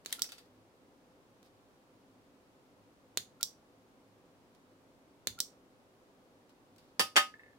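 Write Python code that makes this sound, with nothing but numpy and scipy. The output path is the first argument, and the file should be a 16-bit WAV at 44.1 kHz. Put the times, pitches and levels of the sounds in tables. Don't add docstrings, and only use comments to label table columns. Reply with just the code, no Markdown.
import sys
import numpy as np
from scipy import signal
from scipy.fft import rfft, irfft
from scipy.io import wavfile
from scipy.ndimage import uniform_filter1d

SR = 44100
rng = np.random.default_rng(int(sys.argv[2]) if len(sys.argv) > 2 else 0)


def dump_mix(stems):
    frames = np.atleast_2d(stems).T
    limited = np.clip(frames, -1, 1)
    pcm = np.round(limited * 32767).astype(np.int16)
    wavfile.write(sys.argv[1], SR, pcm)


N = 334278
T = np.arange(SR // 2) / SR
EDGE_HZ = 16000

# (frequency [Hz], level [dB])
AIR_COLOUR = [(15, -49.5), (25, -14.5), (80, -12.5), (97, -11), (130, -9), (229, -6), (263, -2.5),
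              (301, -5.5), (439, -9), (516, -8.5), (677, -11), (1040, -13.5), (1840, -21.5), (4140, -26.5),
              (16000, -38)]
AIR_DB = -65
# (frequency [Hz], width [Hz], level [dB])
VENTILATION_HUMS = [(106, 6.7, -79), (272, 37, -74), (390, 50, -78), (508, 48, -76)]
# (frequency [Hz], left-right coherence [-1..1])
STEREO_LIKENESS = [(60, 0.53), (290, 0.97), (640, 0.76), (1400, -0.067), (2500, -.12), (6000, 0)]

# (time [s], tick level [dB], scuff length [s], scuff level [dB])
GRIP_SHIFTS = [(.049, -34, 0.13, -21.5), (1.429, -40.5, .06, -39), (4.549, -44, 0.022, -50.5),
               (6.494, -44.5, 0.019, -43), (6.762, -42.5, 0.19, -40.5)]
# (frequency [Hz], level [dB])
TICK_COLOUR = [(200, -12.5), (1500, -4), (4000, 1), (8000, -4), (11000, -8.5), (16000, -8)]
# (frequency [Hz], left over right [dB])
NEAR_BALANCE = [(400, -1), (2900, 3), (4100, -7), (5700, 0), (7300, -6.5), (9500, -1), (15000, -5.5)]

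# (time [s], level [dB], shell ring level [dB], recoil thud level [dB])
BITES = [(.0603, -14, -25.5, -44), (3.1735, -2.5, -11, -31), (5.2716, -4, -9, -24.5)]
# (frequency [Hz], level [dB])
BITE_COLOUR = [(71, -44), (120, -19), (473, -8), (856, -18.5), (1720, -11), (2870, -11.5), (3450, -9.5),
               (4230, -2), (5300, -12), (6910, -4), (8140, -14.5), (8840, -11), (11100, -13), (14400, -20),
               (16000, -16)]

# (time [s], contact level [dB], rattle level [dB])
CLACKS = [(0.1267, -5.5, -20.5), (0.241, -22.5, -23.5), (.290, -48, -27), (.320, -24, -23.5),
          (.381, -54, -30), (6.782, -45, -38.5)]
# (frequency [Hz], level [dB])
CLACK_COLOUR = [(88, -57.5), (150, -37), (466, -24.5), (637, -36), (774, -17.5), (1060, -34.5), (2060, -4),
                (2500, -25), (3350, -1.5), (5050, -15), (5460, -11), (10400, -7.5), (16000, -19.5)]
# (frequency [Hz], level [dB])
LOOSE_PARTS_COLOUR = [(200, -11), (750, -3), (1050, -5.5), (1400, 0), (2000, -2.5), (3000, -1), (3700, 1),
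                      (5000, 1), (7000, -8.5), (11000, -9), (16000, -12.5)]
# (frequency [Hz], level [dB], 60 dB decay time [s])
STEEL_MODES = [(1400, -8, .1), (2590, -3, .12), (3545, -2, .1), (4658, 1, .095), (4753, -1, .11),
               (5100, -6, .11), (5809, -8, .13), (7036, -4, .08), (7962, -8, .1), (8399, -5, .1),
               (9855, -6, .11)]
STEEL_OVER_RATTLE_DB, SLIDE_OVER_RATTLE_DB, SLIDE_S = -1.5, -10, .11

# (time [s], level [dB], shell ring level [dB], time since the pivot let go [s], squeak level [dB])
RETURNS = [(0.2207, -2, -7.5, 0.027, -45.5), (3.4303, -1.5, -6.5, .020, -48),
           (5.4040, -1, -8.5, .015, -46.5)]
# (frequency [Hz], level [dB])
RETURN_COLOUR = [(71, -53.5), (120, -20.5), (968, -25.5), (1750, -21.5), (2700, -24), (3170, -12.5),
                 (3520, -7), (3980, -5.5), (5630, -1), (6500, -11), (7350, -2), (11500, -16.5),
                 (12500, -11.5), (13600, -17), (16000, -9.5)]
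SQUEAK_HZ, SQUEAK_LEAD_S, LET_GO_OVER_SQUEAK_DB = 1370, .003, 24.5

# (time [s], tool clatter level [dB], glass level before its overall boost [dB],
# dull knock level [dB], time between rebounds [s], loss per rebound [dB])
LANDINGS = [(6.9952, 0.5, -4.5, -7, 0.0087, 6.5), (7.158, -20.5, -7.5, -13.5, .01, 11),
            (7.1638, -0.5, 3.5, -12, .0048, 2.5)]
# (frequency [Hz], level [dB])
TOOL_COLOUR = [(50, -29.5), (130, -16.5), (250, -12.5), (480, -12.5), (800, -9), (1100, -4.5), (1750, -9),
               (2400, -14.5), (3400, -10), (5000, -1), (7000, -13.5), (10000, -9), (12500, -15),
               (16000, -20.5)]
# (frequency [Hz], level [dB])
GLASS_COLOUR = [(100, -29.5), (500, -18.5), (800, -6), (1300, -1), (1850, 4), (2400, -1.5), (2900, 3.5),
                (4200, -11.5), (7000, -6.5), (11000, -30.5), (16000, -28)]
# (frequency [Hz], level [dB])
KNOCK_COLOUR = [(60, -22), (180, -8), (330, -0.5), (500, 1), (800, -4), (2000, -17), (16000, -49)]
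# (frequency [Hz], level [dB], 60 dB decay time [s])
GLASS_MODES = [(587, -9, .2), (780, -4, .14), (911, -4, .14), (1077, -5, .14), (1251, 1.5, .23),
               (1514, -4, .13), (1704, 2, .12), (1783, 6, .09), (1950, 1, .07), (2107, -2, .12),
               (2202, -6, .13), (2586, -4, .12), (2785, -3, .21), (2856, 2, .13), (3140, -2, .13),
               (3570, 0, .12)]
GLASS_BOOST_DB = 1.5

# (frequency [Hz], level [dB], 60 dB decay time [s])
ROCK_MODES = [(1715, -2, 0.029), (1754, 1, 0.047), (2000, -6.5, 0.027), (2125, -10.5, 0.035),
              (2620, -16, 0.034), (3630, -23, .04)]
ROCK_START_S, ROCK_FIRST_SWING_S, ROCK_SWING_SHARE = 7.3398, .0548, .714
ROCK_DB, ROCK_LOSS_DB, SETTLE_DB = -24, 3.5, -40
ROCK_RISE_S = 0.001

# (frequency [Hz], 60 dB decay time [s])
ROOM_T60 = [(100, 0.21), (400, 0.18), (1500, 0.18), (5500, 0.22), (10000, .2), (16000, .17)]
# (frequency [Hz], level [dB])
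ROOM_COLOUR = [(100, -5.5), (500, -3), (1800, -2), (3300, -2), (6000, -3), (9000, -3.5), (15000, 0.5)]
# (frequency [Hz], level [dB])
BOUNCE_COLOUR = [(100, -7.5), (500, -6.5), (1100, -7), (1800, -9), (3000, -4.5), (3800, 2), (5000, -6.5),
                 (9000, -6), (15000, -8.5)]


def amp(db):
    return 10 ** (np.asarray(db) / 20)


def unit(x):
    return x / np.sqrt(np.sum(x ** 2, axis=-1, keepdims=True) + 1e-20)


def read(points, hz):
    f, value = np.transpose(points)
    return np.interp(np.log(hz + 1), np.log(f + 1), value)


def bins(x):
    return np.fft.rfftfreq(x.shape[-1], 1 / SR)


def add(mix, s, sound):
    part = mix[:, round(s * SR):][:, :sound.shape[-1]]
    part += sound[..., :part.shape[-1]]


def tint(x, colour, power=1, size=4096):
    hz = abs(np.fft.fftfreq(size, 1 / SR))
    log_gain = power * np.log(amp(np.maximum(read(colour, hz), -90)))
    spectrum = np.exp(np.conj(signal.hilbert(log_gain)))
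    taps = np.fft.ifft(spectrum).real[:size // 2]
    return signal.oaconvolve(x, taps[None], axes=1)[:, :x.shape[-1]]


def band(x, hz, width):
    return unit(signal.lfilter(*signal.iirpeak(hz, hz / width, fs=SR), x))


def diffuse(x):
    a, b = rfft(x)
    angle = np.arccos(np.clip(read(STEREO_LIKENESS, bins(x)), -1, 1)) / 2
    shared, opposed = np.cos(angle) * a, np.sin(angle) * b
    return irfft([shared + opposed, shared - opposed], x.shape[-1])


def diffuse_noise(length):
    return diffuse(rng.standard_normal((2, length)))


def chatter(t60):
    return unit(diffuse_noise(len(T)) * amp(-60 * T / t60))


def snap(colour, t60, buzz_db, buzz_hz=2200):
    buzz = signal.lfilter(*signal.butter(2, buzz_hz, "high", fs=SR), chatter(t60))
    contact = signal.unit_impulse(len(T)) + amp(buzz_db) * buzz
    power = uniform_filter1d(np.mean(abs(rfft(contact)) ** 2, axis=0), size=150)
    flattening = np.column_stack([bins(contact), -10 * np.log10(power + 1e-9)])
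    return unit(tint(tint(contact, flattening), colour))


def ring(modes, blows, rise=0.0004, lag=0.00015):
    start = blows[0][0]
    t = np.arange(round((blows[-1][0] - start) * SR) + len(T)) / SR
    feed = np.zeros(len(t))
    for s, db in blows:
        feed[round((s - start) * SR)] += amp(db) ** 2
    supply = signal.lfilter([1], [1, -np.exp(-1 / (rise * SR))], feed)
    ear_time = t - np.array([[lag], [0]])
    out = np.zeros((2, len(t)))
    for hz, db, t60 in modes:
        keep_per_sample = amp(-120 / (t60 * SR))
        energy = signal.lfilter([1], [1, -keep_per_sample], supply + 1e-30)
        out += amp(db) * np.sqrt(energy) * np.sin(2 * np.pi * (hz * ear_time + rng.random()))
    return np.sqrt(feed.sum()) * unit(out)


def air():
    noise = diffuse_noise(N)
    hz = bins(noise)
    out = amp(AIR_DB) * unit(irfft(rfft(noise) * amp(read(AIR_COLOUR, hz)), N))
    for centre, width, db in VENTILATION_HUMS:
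        resonance = 1 / (1 + ((hz - centre) / width * 2) ** 2)
        out += amp(db) * unit(irfft(rfft(diffuse_noise(N)) * resonance, N))
    return np.sqrt(N) * out


def ticks():
    out = np.zeros((2, N))
    grips = [(s, db) for s, db, *_ in GRIP_SHIFTS]
    let_go = [(s - travel, db + LET_GO_OVER_SQUEAK_DB) for s, _, _, travel, db in RETURNS]
    for s, db in grips + let_go:
        add(out, s, amp(db) * snap(TICK_COLOUR, t60=0.018, buzz_db=12.0))
    return out


def scuffs(per_s=2000, spread_db=1.5):
    out = np.zeros((2, N))
    rubs = [(s, length, db) for s, _, length, db in GRIP_SHIFTS]
    slides = [(s, SLIDE_S, db + SLIDE_OVER_RATTLE_DB) for s, _, db in CLACKS]
    for s, length, db in rubs + slides:
        sizes = amp(spread_db * np.minimum(rng.exponential(1, len(T)), 4))
        slips = (rng.random(len(T)) < per_s / SR) * sizes
        swell = np.sin(np.pi * np.minimum(T / length, 1))
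        rub = diffuse(rng.standard_normal((2, len(T))) * slips * swell)
        add(out, s, amp(db) * unit(tint(rub, LOOSE_PARTS_COLOUR)))
    return out


def bites():
    out = np.zeros((2, N))
    for s, db, _, thud_db in BITES:
        add(out, s, amp(db) * snap(BITE_COLOUR, t60=0.011, buzz_db=8.0))
        thud = band(band(chatter(t60=.3), hz=110, width=120), hz=110, width=120)
        add(out, s, amp(thud_db) * thud)
    return out


def shell():
    out, push = np.zeros((2, N)), signal.unit_impulse(len(T))
    shut = band(band(push, hz=3620, width=900), hz=3620, width=900)
    overtone = amp(-8) * band(band(push, hz=6500, width=1100), hz=6500, width=1100)
    opened = band(band(push, hz=5840, width=1100), hz=5846, width=1100)
    for s, _, db, _ in BITES:
        add(out, s, amp(db) * (shut + overtone))
    for s, _, db, *_ in RETURNS:
        add(out, s, amp(db) * opened)
    return out


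def clacks():
    out = np.zeros((2, N))
    for s, db, rattle_db in CLACKS:
        add(out, s, amp(db) * snap(CLACK_COLOUR, t60=.016, buzz_db=8.5))
        rattle = unit(tint(chatter(t60=0.12), LOOSE_PARTS_COLOUR))
        steel = ring(STEEL_MODES, [(s, STEEL_OVER_RATTLE_DB)])
        add(out, s, amp(rattle_db) * (rattle + steel))
    return out


def squeak(hz, rise=0.0033, fall=.006, glide=3., waver=.025):
    t = np.arange(-SR // 20, SR // 20) / SR
    wander = uniform_filter1d(rng.standard_normal(len(t)), size=60)
    pitch = hz * (1 + glide * t + waver * wander / wander.std())
    swell = np.exp(np.minimum(t / rise, -t / fall))
    return swell * np.sin(2 * np.pi * np.cumsum(pitch) / SR)


def squeaks():
    out = np.zeros((2, N))
    for s, _, _, travel, db in RETURNS:
        tone = squeak(SQUEAK_HZ)
        loudest_s = s - travel - SQUEAK_LEAD_S
        add(out, loudest_s - len(tone) / 2 / SR, amp(db) * tone)
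    return out


def returns(lead=.001):
    out = np.zeros((2, N))
    for s, db, *_ in RETURNS:
        add(out, s - lead, amp(db - 10) * snap(RETURN_COLOUR, t60=0.0048, buzz_db=10))
        add(out, s, amp(db) * snap(RETURN_COLOUR, t60=0.011, buzz_db=-1.5))
    return out


def stripper():
    contacts = ticks() + bites() + returns()
    left = tint(contacts[:1], NEAR_BALANCE, power=.5)
    right = tint(contacts[1:], NEAR_BALANCE, power=-0.37)
    return np.vstack([left, right]) + clacks() + squeaks() + scuffs()


def rebounds(count=4):
    contacts = []
    for s, tool_db, glass_db, knock_db, gap, loss_db in LANDINGS:
        for k in range(count):
            lost = k * loss_db
            contacts.append((s + k * gap, tool_db - lost, glass_db + GLASS_BOOST_DB - lost, knock_db - lost))
    return sorted(contacts)


def landings():
    out = np.zeros((2, N))
    contacts = rebounds()
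    for s, tool_db, glass_db, knock_db in contacts:
        clatter = unit(tint(chatter(t60=0.076), TOOL_COLOUR))
        tool = clatter + amp(-13) * snap(TOOL_COLOUR, t60=.01, buzz_db=-3.0)
        glass = unit(tint(chatter(t60=0.062), GLASS_COLOUR))
        knock = snap(KNOCK_COLOUR, t60=0.031, buzz_db=7.5, buzz_hz=200)
        add(out, s, amp(tool_db) * tool + amp(glass_db) * glass + amp(knock_db) * knock)
    s, tool_db, glass_db, _ = np.transpose(contacts)
    add(out, s[0], amp(-4.0) * ring(STEEL_MODES, np.column_stack([s, tool_db])))
    add(out, s[0], ring(GLASS_MODES, np.column_stack([s, glass_db])))
    return out


def rocking(count=9):
    duration = ROCK_FIRST_SWING_S / (1 - ROCK_SWING_SHARE)
    knocks = [(ROCK_START_S + duration * (1 - ROCK_SWING_SHARE ** k), ROCK_DB - k * ROCK_LOSS_DB)
              for k in range(count)]
    out = np.zeros((2, N))
    for s, db in knocks + [(ROCK_START_S + duration, SETTLE_DB)]:
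        add(out, s, ring(ROCK_MODES, [(s, db)], rise=ROCK_RISE_S))
    return out


def table():
    return (landings() + rocking()) * amp([[-.5], [.5]])


def room(x, tail_db, bounce_db, bounce_s=0.0065, onset_s=0.0056):
    hz, t, z = signal.stft(diffuse_noise(len(T)), SR, nperseg=256)
    decay = amp(-60 * t / read(ROOM_T60, hz)[:, None])
    tail = signal.istft(z * decay, SR, nperseg=256)[1][:, :len(T)]
    tail = unit(tail * np.clip(T / onset_s - 1, 0, 1))
    bounce = unit(diffuse_noise(len(T)) * np.exp(-((T - bounce_s) / .0015) ** 2))
    response = amp(tail_db) * tint(tail, ROOM_COLOUR) + amp(bounce_db) * tint(bounce, BOUNCE_COLOUR)
    return signal.fftconvolve(x, response, axes=1)[:, :N]


def scene():
    near, housing, far = stripper(), shell(), table()
    direct = near + far + housing * amp([[-14], [-5]])
    near_room = room(near + housing, tail_db=-10, bounce_db=-7.5)
    far_room = room(far, tail_db=-7.0, bounce_db=-4.0)
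    return air() + direct + near_room + far_room


def record(dry):
    taps = signal.firwin(255, EDGE_HZ, window=("kaiser", 8), fs=SR)
    return signal.oaconvolve(dry, taps[None], "same")


dry = scene()
out = record(dry)
dump_mix(out)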